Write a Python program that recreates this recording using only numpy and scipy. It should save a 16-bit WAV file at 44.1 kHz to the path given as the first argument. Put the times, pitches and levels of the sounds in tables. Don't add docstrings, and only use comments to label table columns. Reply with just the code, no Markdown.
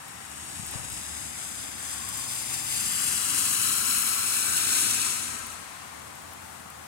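import sys
import numpy as np
from scipy import signal
from scipy.fft import rfft, irfft, next_fast_len
from scipy.io import wavfile
from scipy.ndimage import uniform_filter1d, map_coordinates

SR = 44100
rng = np.random.default_rng(int(sys.argv[2]) if len(sys.argv) > 2 else 0)


def waveform_to_disk(signal):
    frames = np.transpose(np.atleast_2d(signal))
    scaled = np.clip(frames, -1, 1) * 32767
    samples = np.round(scaled).astype(np.int16)
    wavfile.write(sys.argv[1], SR, samples)


N = 302958
T = np.arange(N) / SR
LONG = next_fast_len(N)
HZ = np.fft.rfftfreq(LONG, 1 / SR) + 1

# frequency in Hz, strength in dB per Hz.
RAIN_COLOUR = [(25, -26), (50, -17), (80, -1.5), (170, -2.5), (400, -8.5), (800, -1.5), (1300, -4),
               (2200, -12), (4000, -16), (5500, -16.5), (8500, -11), (11000, -16), (13000, -18.5),
               (16500, -23.5)]
# time in seconds, signed peak (full scale is 1), pitch in Hz.
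BUMPS = [
    (0.599, 0.048, 140),
    (0.635, 0.018, 150),
    (.678, 0.008, 121),
    (.759, -0.072, 113),
    (.798, -.026, 114),
    (.818, .02, 90),
    (.853, -0.027, 90),
    (.913, -0.011, 100),
    (.932, -0.023, 76),
]
# time in seconds, peak in dB, left minus right in dB.
TICKS = [(0.0195, -43, 2), (0.0822, -36, -0.5), (0.2994, -43, 3.5), (0.6649, -31, 6.5), (0.7114, -29, 2),
         (0.9009, -31, 4.5), (0.9298, -33, 6.0), (1.0294, -42, 8.5), (1.2094, -36, 6.0), (2.0882, -28, 6.5),
         (2.173, -29, 6.5), (5.468, -32, 5.5), (5.5294, -35, 3.0), (6.1539, -40, 3.5), (6.2213, -39, 0),
         (6.334, -36, -1.0), (6.4194, -45, 3.0), (6.7016, -34, -3)]
# time in seconds, nearness in dB, shade of the rise and bushes in dB.
CAR_PATH = [(0, -41, 12.5), (.45, -42.5, 2.5), (.7, -45, -3.5), (1.4, -46, -4.5), (1.9, -40.5, 1.5),
            (2.3, -39, -1.5), (2.7, -35.5, -0.5), (3.05, -34.5, -2), (3.4, -32, -1), (3.9, -29, 3.5),
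            (4.25, -29.5, 3), (4.6, -30, 0.5), (5.07, -29.5, 2.5), (5.3, -33.5, 8), (5.68, -37.5, 20),
            (6.56, -44.5, 19), (6.87, -44.5, 27)]
# frequency in Hz, strength in dB per Hz.
SPRAY_COLOUR = [(880, -37), (1500, -13), (2110, -5.5), (2810, -5.5), (3420, -4), (4040, -5), (4770, -2.5),
                (5800, -3.5), (7630, 3), (9010, 3), (10500, -0.5), (11500, -5.5), (13000, -11),
                (16000, -14.5)]
# frequency in Hz, strength in dB per Hz.
ROAR_COLOUR = [(500, 2), (800, -4.5), (1100, 5.5), (1450, 3.5), (2000, 6.5), (2800, 1), (4000, -3),
               (6000, -6), (9000, -40), (12000, -80)]
# frequency in Hz, strength in dB per Hz.
RUMBLE_COLOUR = [(15, -45), (25, -16), (53, -10.5), (87, 2), (170, -7.5), (252, 1.5), (310, 1), (487, -9),
                 (763, -7), (900, -18), (1170, -16), (1980, -120)]
# time in seconds, splash in dB, length in seconds.
PUDDLES = [(0.73, 2.5, 0.037), (1.197, 0, 0.078), (1.61, 1.5, 0.037), (1.89, 2.5, 0.075), (2.18, 2, 0.031),
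           (2.26, -2, 0.062), (2.544, 3, 0.016), (2.646, -3, 0.034), (3.066, 0.5, 0.045),
           (3.23, -1.5, 0.03), (3.355, 0, 0.024), (3.67, 2, 0.079), (3.915, 2, 0.049), (4.404, 0, 0.045),
           (4.574, 2, 0.02), (4.76, 3, 0.063), (4.964, 1.5, 0.079)]
# start and end in seconds, first and last pitch in Hz, level in dB.
DRONES = [(0, 2.3, 73, 71, -54), (2.4, 4, 62, 60, -57), (2.1, 3.8, 128, 125, -55),
          (3.8, 4.3, 236, 237, -52), (4.85, 5.5, 233, 234, -51), (5.3, 6.9, 83, 81, -60),
          (4.4, 5.8, 54, 54, -63), (4.7, 5.2, 108, 110, -55), (0, 6.9, 766, 767, -61),
          (0, .5, 766, 766, -60), (6.45, 6.9, 766, 768, -56)]
# start and end in seconds, pitch in Hz, level in dB.
TREAD = [
    (1.848, 2.29, 1064, -50),
    (3.184, 3.7, 1080, -53),
    (3.597, 4.3, 1360, -51),
    (4.39, 4.907, 1494, -47.5),
    (5.5, 6, 1050, -58),
]
# time in seconds, lag in samples.
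LEFT_LAG = [(0, 32.1), (.5, 32.6), (1.6, 35.7), (2, 36.4), (2.6, 36), (3.4, 34), (4, 33.1), (4.3, 33),
            (4.9, 33.5), (6.9, 33.3)]
# start and end in seconds, first and last lag in samples, gain (a plain factor).
LEFT_ECHOES = [(0, 1, 25, 25.4, .06), (1, 2.3, 25.2, 27.4, .12), (2.8, 3.9, 29.3, 32.2, .3),
               (3.9, 4.5, 32.2, 33, .2), (4.5, 5.5, 33, 31.2, .17), (1, 2.3, 19.5, 22.5, .06),
               (2.9, 3.5, 5, 5, .12), (0, 1.3, 47.6, 47, .09), (2.5, 4.3, 48, 41.6, .13),
               (2.9, 5.1, 49.5, 43, -.09), (0, 2.2, 8.8, 8.3, -.1), (3.1, 5, 38.8, 35.5, -.07)]
# start and end in seconds, first and last lag in samples, gain.
RIGHT_ECHOES = [(0, 1.2, 15.9, 17.3, .18), (1.2, 2.6, 17.5, 17, .19), (2.6, 3.6, 17, 18.3, .22),
                (0, 1.4, 26, 28.5, .11), (1.3, 2.4, 22.7, 23.5, .08), (2.7, 3.7, 28.2, 28.8, .2),
                (.9, 2.4, 20, 20.6, -.13), (2.7, 3.6, 32, 32, -.1), (4.1, 5.8, 27, 25.8, -.12),
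                (4.1, 5.9, 18.2, 17.4, -.15), (4.4, 5.5, 11.8, 14, .2), (5.5, 6.9, 13, 12.3, .1),
                (0, 1.7, 46, 51.5, .08), (1.7, 3.7, 52, 55, .11), (3.9, 5.2, 39.5, 37.5, .14),
                (3.7, 4.6, 44.5, 41, -.09), (1.5, 2.4, 48.5, 48.5, -.07), (2.9, 3.5, 36, 35, .08),
                (.9, 2.4, 7.2, 7.5, .18), (4, 5.9, 8, 8.7, -.16), (4.8, 5.8, 21.8, 21, .12),
                (4.2, 5, 30.6, 29.6, .1)]
# start and end in seconds, first and last lag in samples, gain.
WALL_ECHOES = [
    [(1.5, 4.5, 133, 148, -.05), (4.6, 5.5, 155, 155.5, -.2), (5.3, 5.7, 165, 165, .15)],
    [(4.8, 5.6, 137.5, 137.5, .15), (5.3, 5.7, 155.5, 155.5, -.12)],
]
# frequency in Hz, left minus right in dB.
PORT_BALANCE = [(60, 3), (110, 6), (200, 4), (380, 0.5), (700, 4.5), (1290, 11), (2380, 8.5), (4400, 5.5),
                (8120, 5.5), (15000, 6.5)]

DEEPEST_S = 4.04
PUFF_S, PUFF_LENGTH_S, PUFF_EDGE_S, PUFF_DB = .585, .38, .04, -49
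RUSH_S, RUSH_DECAY_S, RUSH_DB = .735, .09, -45.5
ECHO_FADE_S, DRONE_FADE_S = .3, .25
NEAREST_DB = -31
ROAR_LAW, RUMBLE_LAW = (-43.5, 1, 0.12), (-44, 0.45, 0.63)
SPLASH_SHARE = 0.31
RUMBLE_LEAVING_DB_S = 2
MIST_DB, MIST_RISE_DB_S, MIST_FALL_DB_S, MIST_LEAST_DB = 7, 3.5, 6.5, -17
SCATTER_DB, SCATTER_SHADE, SCATTER_LEAVING_DB_S = 1, .4, 1.0
DETOUR_S = .04
PAN_DB_PER_SAMPLE, AHEAD_LAG = 0.2, 33.6


def gain_of(db):
    return np.exp(np.asarray(db) * (np.log(10) / 20))


def along(table, log=False):
    first, *columns = np.transpose(table)
    if log:
        return [np.interp(np.log(HZ), np.log(first), column) for column in columns]
    return [np.interp(T, first, column) for column in columns]


def level(x, db):
    return x * gain_of(db) / np.std(np.atleast_2d(x).mean(axis=0))


def filtered(x, response):
    return irfft(rfft(x, LONG) * response, LONG)[..., :N]


def held(start, end, fade, t=T):
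    return np.clip(np.minimum(t - start, end - t) / fade + .5, 0, 1)


def span(start, end, fade):
    return slice(max(int((start - fade) * SR), 0), int((end + fade) * SR))


def walk(rate):
    count = int(rate * N / SR)
    steps = np.repeat(rng.standard_normal(count + 2), repeats=8)
    smooth = uniform_filter1d(uniform_filter1d(steps, size=8), size=8)
    return np.interp(T * count * SR / N * 8, np.arange(len(smooth)), smooth / np.std(smooth))


def delayed(x, lag):
    return map_coordinates(x, [np.arange(N) - lag], order=3, mode="nearest")


def droplets(per_s, scatter_db, share):
    size = np.minimum(rng.exponential(size=N), 4)
    struck = rng.random(N) < per_s / SR
    hits = struck * rng.standard_normal(N) * gain_of(scatter_db * size)
    share = np.clip(share, 0, 1)
    return np.sqrt(share) * hits / np.std(hits) + np.sqrt(1 - share) * rng.standard_normal(N)


def coloured(x, spectrum, own_db, own_rate, shared_db=0.):
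    shaped = rfft(x, LONG) * gain_of(along(spectrum, log=True)[0])
    lo, hi, pitch = np.log2(spectrum[0][0]), np.log2(spectrum[-1][0]), np.log2(HZ)
    out = 0
    for octave in np.arange(np.floor(lo), hi + 1.5, 1.5):
        window = np.cos(np.pi / 2 * np.clip((pitch - octave) / 1.5, -1, 1)) ** 2
        flicker_db = own_db * walk(own_rate) + shared_db * (octave - lo) / (hi - lo)
        out = out + gain_of(flicker_db) * irfft(shaped * window, LONG)[:N]
    return out


def rain():
    both, left, right = (coloured(droplets(3500, 0.73, 0.11), RAIN_COLOUR, 0.19, 12, 0.66 * walk(25))
                         for _ in range(3))
    share = 1 / (1 + (HZ / 550) ** 3)
    shared = filtered([np.roll(both, shift=44), both], np.sqrt(share))
    separate = filtered([left, right], np.sqrt(1 - share))
    return level(shared + separate, -48.2) * gain_of([[-0.7], [0.7]])


def wind():
    swings = np.zeros(N)
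    for s, peak, hz in BUMPS:
        swings += peak * np.exp(-((T - s) * hz / 0.51) ** 2) * np.cos(2 * np.pi * hz * (T - s))
    flutter = filtered(rng.standard_normal(N), 1 / (1 + (HZ / 110) ** 2) / (1 + (55 / HZ) ** 4))
    flutter = level(flutter, PUFF_DB) * held(PUFF_S, PUFF_S + PUFF_LENGTH_S, PUFF_EDGE_S)
    rush = filtered(rng.standard_normal((2, N)), 1 / (1 + (HZ / 1500) ** 4) / (1 + (400 / HZ) ** 4))
    rush = level(rush, RUSH_DB) * (T > RUSH_S) * np.exp(-np.abs(T - RUSH_S) / RUSH_DECAY_S)
    return rush + np.outer([1, 0], swings + flutter)


def ticks():
    burst = filtered(rng.standard_normal((2, N)), 1 / (1 + (9500 / HZ) ** 6) / (1 + (HZ / 14000) ** 8))
    starts = np.zeros((2, N))
    for s, db, pan_db in TICKS:
        starts[:, int(s * SR)] = gain_of([db + pan_db / 2, db - pan_db / 2])
    fading = signal.lfilter([1], [1, -np.exp(-1 / (.0022 * SR))], starts)
    return level(burst, -5) * fading


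def drones():
    out = np.zeros(N)
    for start, end, first_hz, last_hz, db in DRONES:
        on = span(start, end, DRONE_FADE_S)
        hz = np.interp(T[on], [start, end], [first_hz, last_hz]) + 3 * walk(12)[on]
        swell = held(start, end, DRONE_FADE_S, T[on]) * gain_of(db + 2 * walk(5.6)[on])
        out[on] += swell * np.sin(2 * np.pi * np.cumsum(hz) / SR)
    return out


def tread():
    noise = rfft(rng.standard_normal(N), LONG)
    out = np.zeros(N)
    for start, end, hz, db in TREAD:
        hum = irfft(noise * np.exp(-((HZ - hz) / 130) ** 2), LONG)[:N]
        out += held(start, end, 0.17) * level(hum, db)
    return out


def tyre_hiss(spray_db, roar_db, mist_db, puffs_db):
    spray = coloured(droplets(6000, 1.2, 0.32), SPRAY_COLOUR, 0.3, 22, puffs_db)
    coarse = filtered(spray, 1 / (1 + (HZ / 11300) ** 12))
    spray = coarse + gain_of(mist_db) * (spray - coarse)
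    roar = coloured(rng.standard_normal(N), ROAR_COLOUR, 0.95, 6.3)
    return level(spray, 2.98) * gain_of(spray_db) + level(roar, 0.74) * gain_of(roar_db)


def hand(heard, echoes):
    dull = filtered(heard, 1.85 / (1 + (HZ / 9500) ** 4))
    out = heard.copy()
    for start, end, first, last, gain in echoes:
        on = span(start, end, ECHO_FADE_S)
        late = T[on] - np.interp(T[on], [start, end], [first, last]) / SR
        out[on] += gain * held(start, end, ECHO_FADE_S, T[on]) * np.interp(late, T[on], dull[on])
    return out


def car(around):
    near_db, shade_db = along(CAR_PATH)
    splash_db = sum(db * np.exp(-((T - s) / length) ** 2) for s, db, length in PUDDLES)
    spray_db = near_db - shade_db + splash_db
    roar_db, rumble_db = (db + near * (near_db - NEAREST_DB) - shade * shade_db + SPLASH_SHARE * splash_db
                          for db, near, shade in (ROAR_LAW, RUMBLE_LAW))
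    mist_db = MIST_DB - np.maximum(MIST_RISE_DB_S * (DEEPEST_S - T), MIST_FALL_DB_S * (T - DEEPEST_S))
    mist_db = np.maximum(mist_db, MIST_LEAST_DB)
    leaving_s = np.clip(T - DEEPEST_S, 0, 1.5)
    puffs_db = 0.7 * walk(8) + 0.35 * walk(31) + 1.2 * walk(110)

    rumble = level(coloured(rng.standard_normal(N), RUMBLE_COLOUR, 0.98, 8.6), -4.5)
    rumble = rumble * gain_of(rumble_db + RUMBLE_LEAVING_DB_S * leaving_s) + drones()
    direct = tyre_hiss(spray_db, roar_db, mist_db, puffs_db) + tread()
    lag = along(LEFT_LAG)[0]

    wide_db = np.interp(np.log(HZ), np.log([1180, 2870, 5450, 8000]), [-6.5, -9.5, -6.5, -6])
    scattered = filtered(tyre_hiss(spray_db, roar_db, mist_db, puffs_db), gain_of(wide_db))
    scattered *= 1.0
    scatter_gain = gain_of(SCATTER_DB + SCATTER_SHADE * shade_db + SCATTER_LEAVING_DB_S * leaving_s)

    left_heard = delayed(direct, lag) + scatter_gain * np.roll(scattered, int(DETOUR_S * SR))
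    right_heard = direct + scatter_gain * scattered
    left = hand(left_heard + around[0], LEFT_ECHOES + WALL_ECHOES[0]) + delayed(rumble, 1.18 * lag)
    right = hand(right_heard + around[1], RIGHT_ECHOES + WALL_ECHOES[1]) + rumble
    pan_db = PAN_DB_PER_SAMPLE * (lag - AHEAD_LAG)
    return np.array([left, right]) * gain_of(np.array([pan_db, -pan_db]) / 2)


def scene():
    balance_db = along(PORT_BALANCE, log=True)[0]
    far = filtered(car(rain()), gain_of(np.array([balance_db, -balance_db]) / 2))
    return far + ticks() + wind()


def roll_off(x):
    return signal.sosfilt(signal.butter(12, 15900, fs=SR, output="sos"), x)


def record(dry):
    mix = filtered(dry, (HZ < 15880) / np.sqrt(1 + (50 / HZ) ** 4))
    return roll_off(mix)


dry = scene()
out = record(dry)
waveform_to_disk(out)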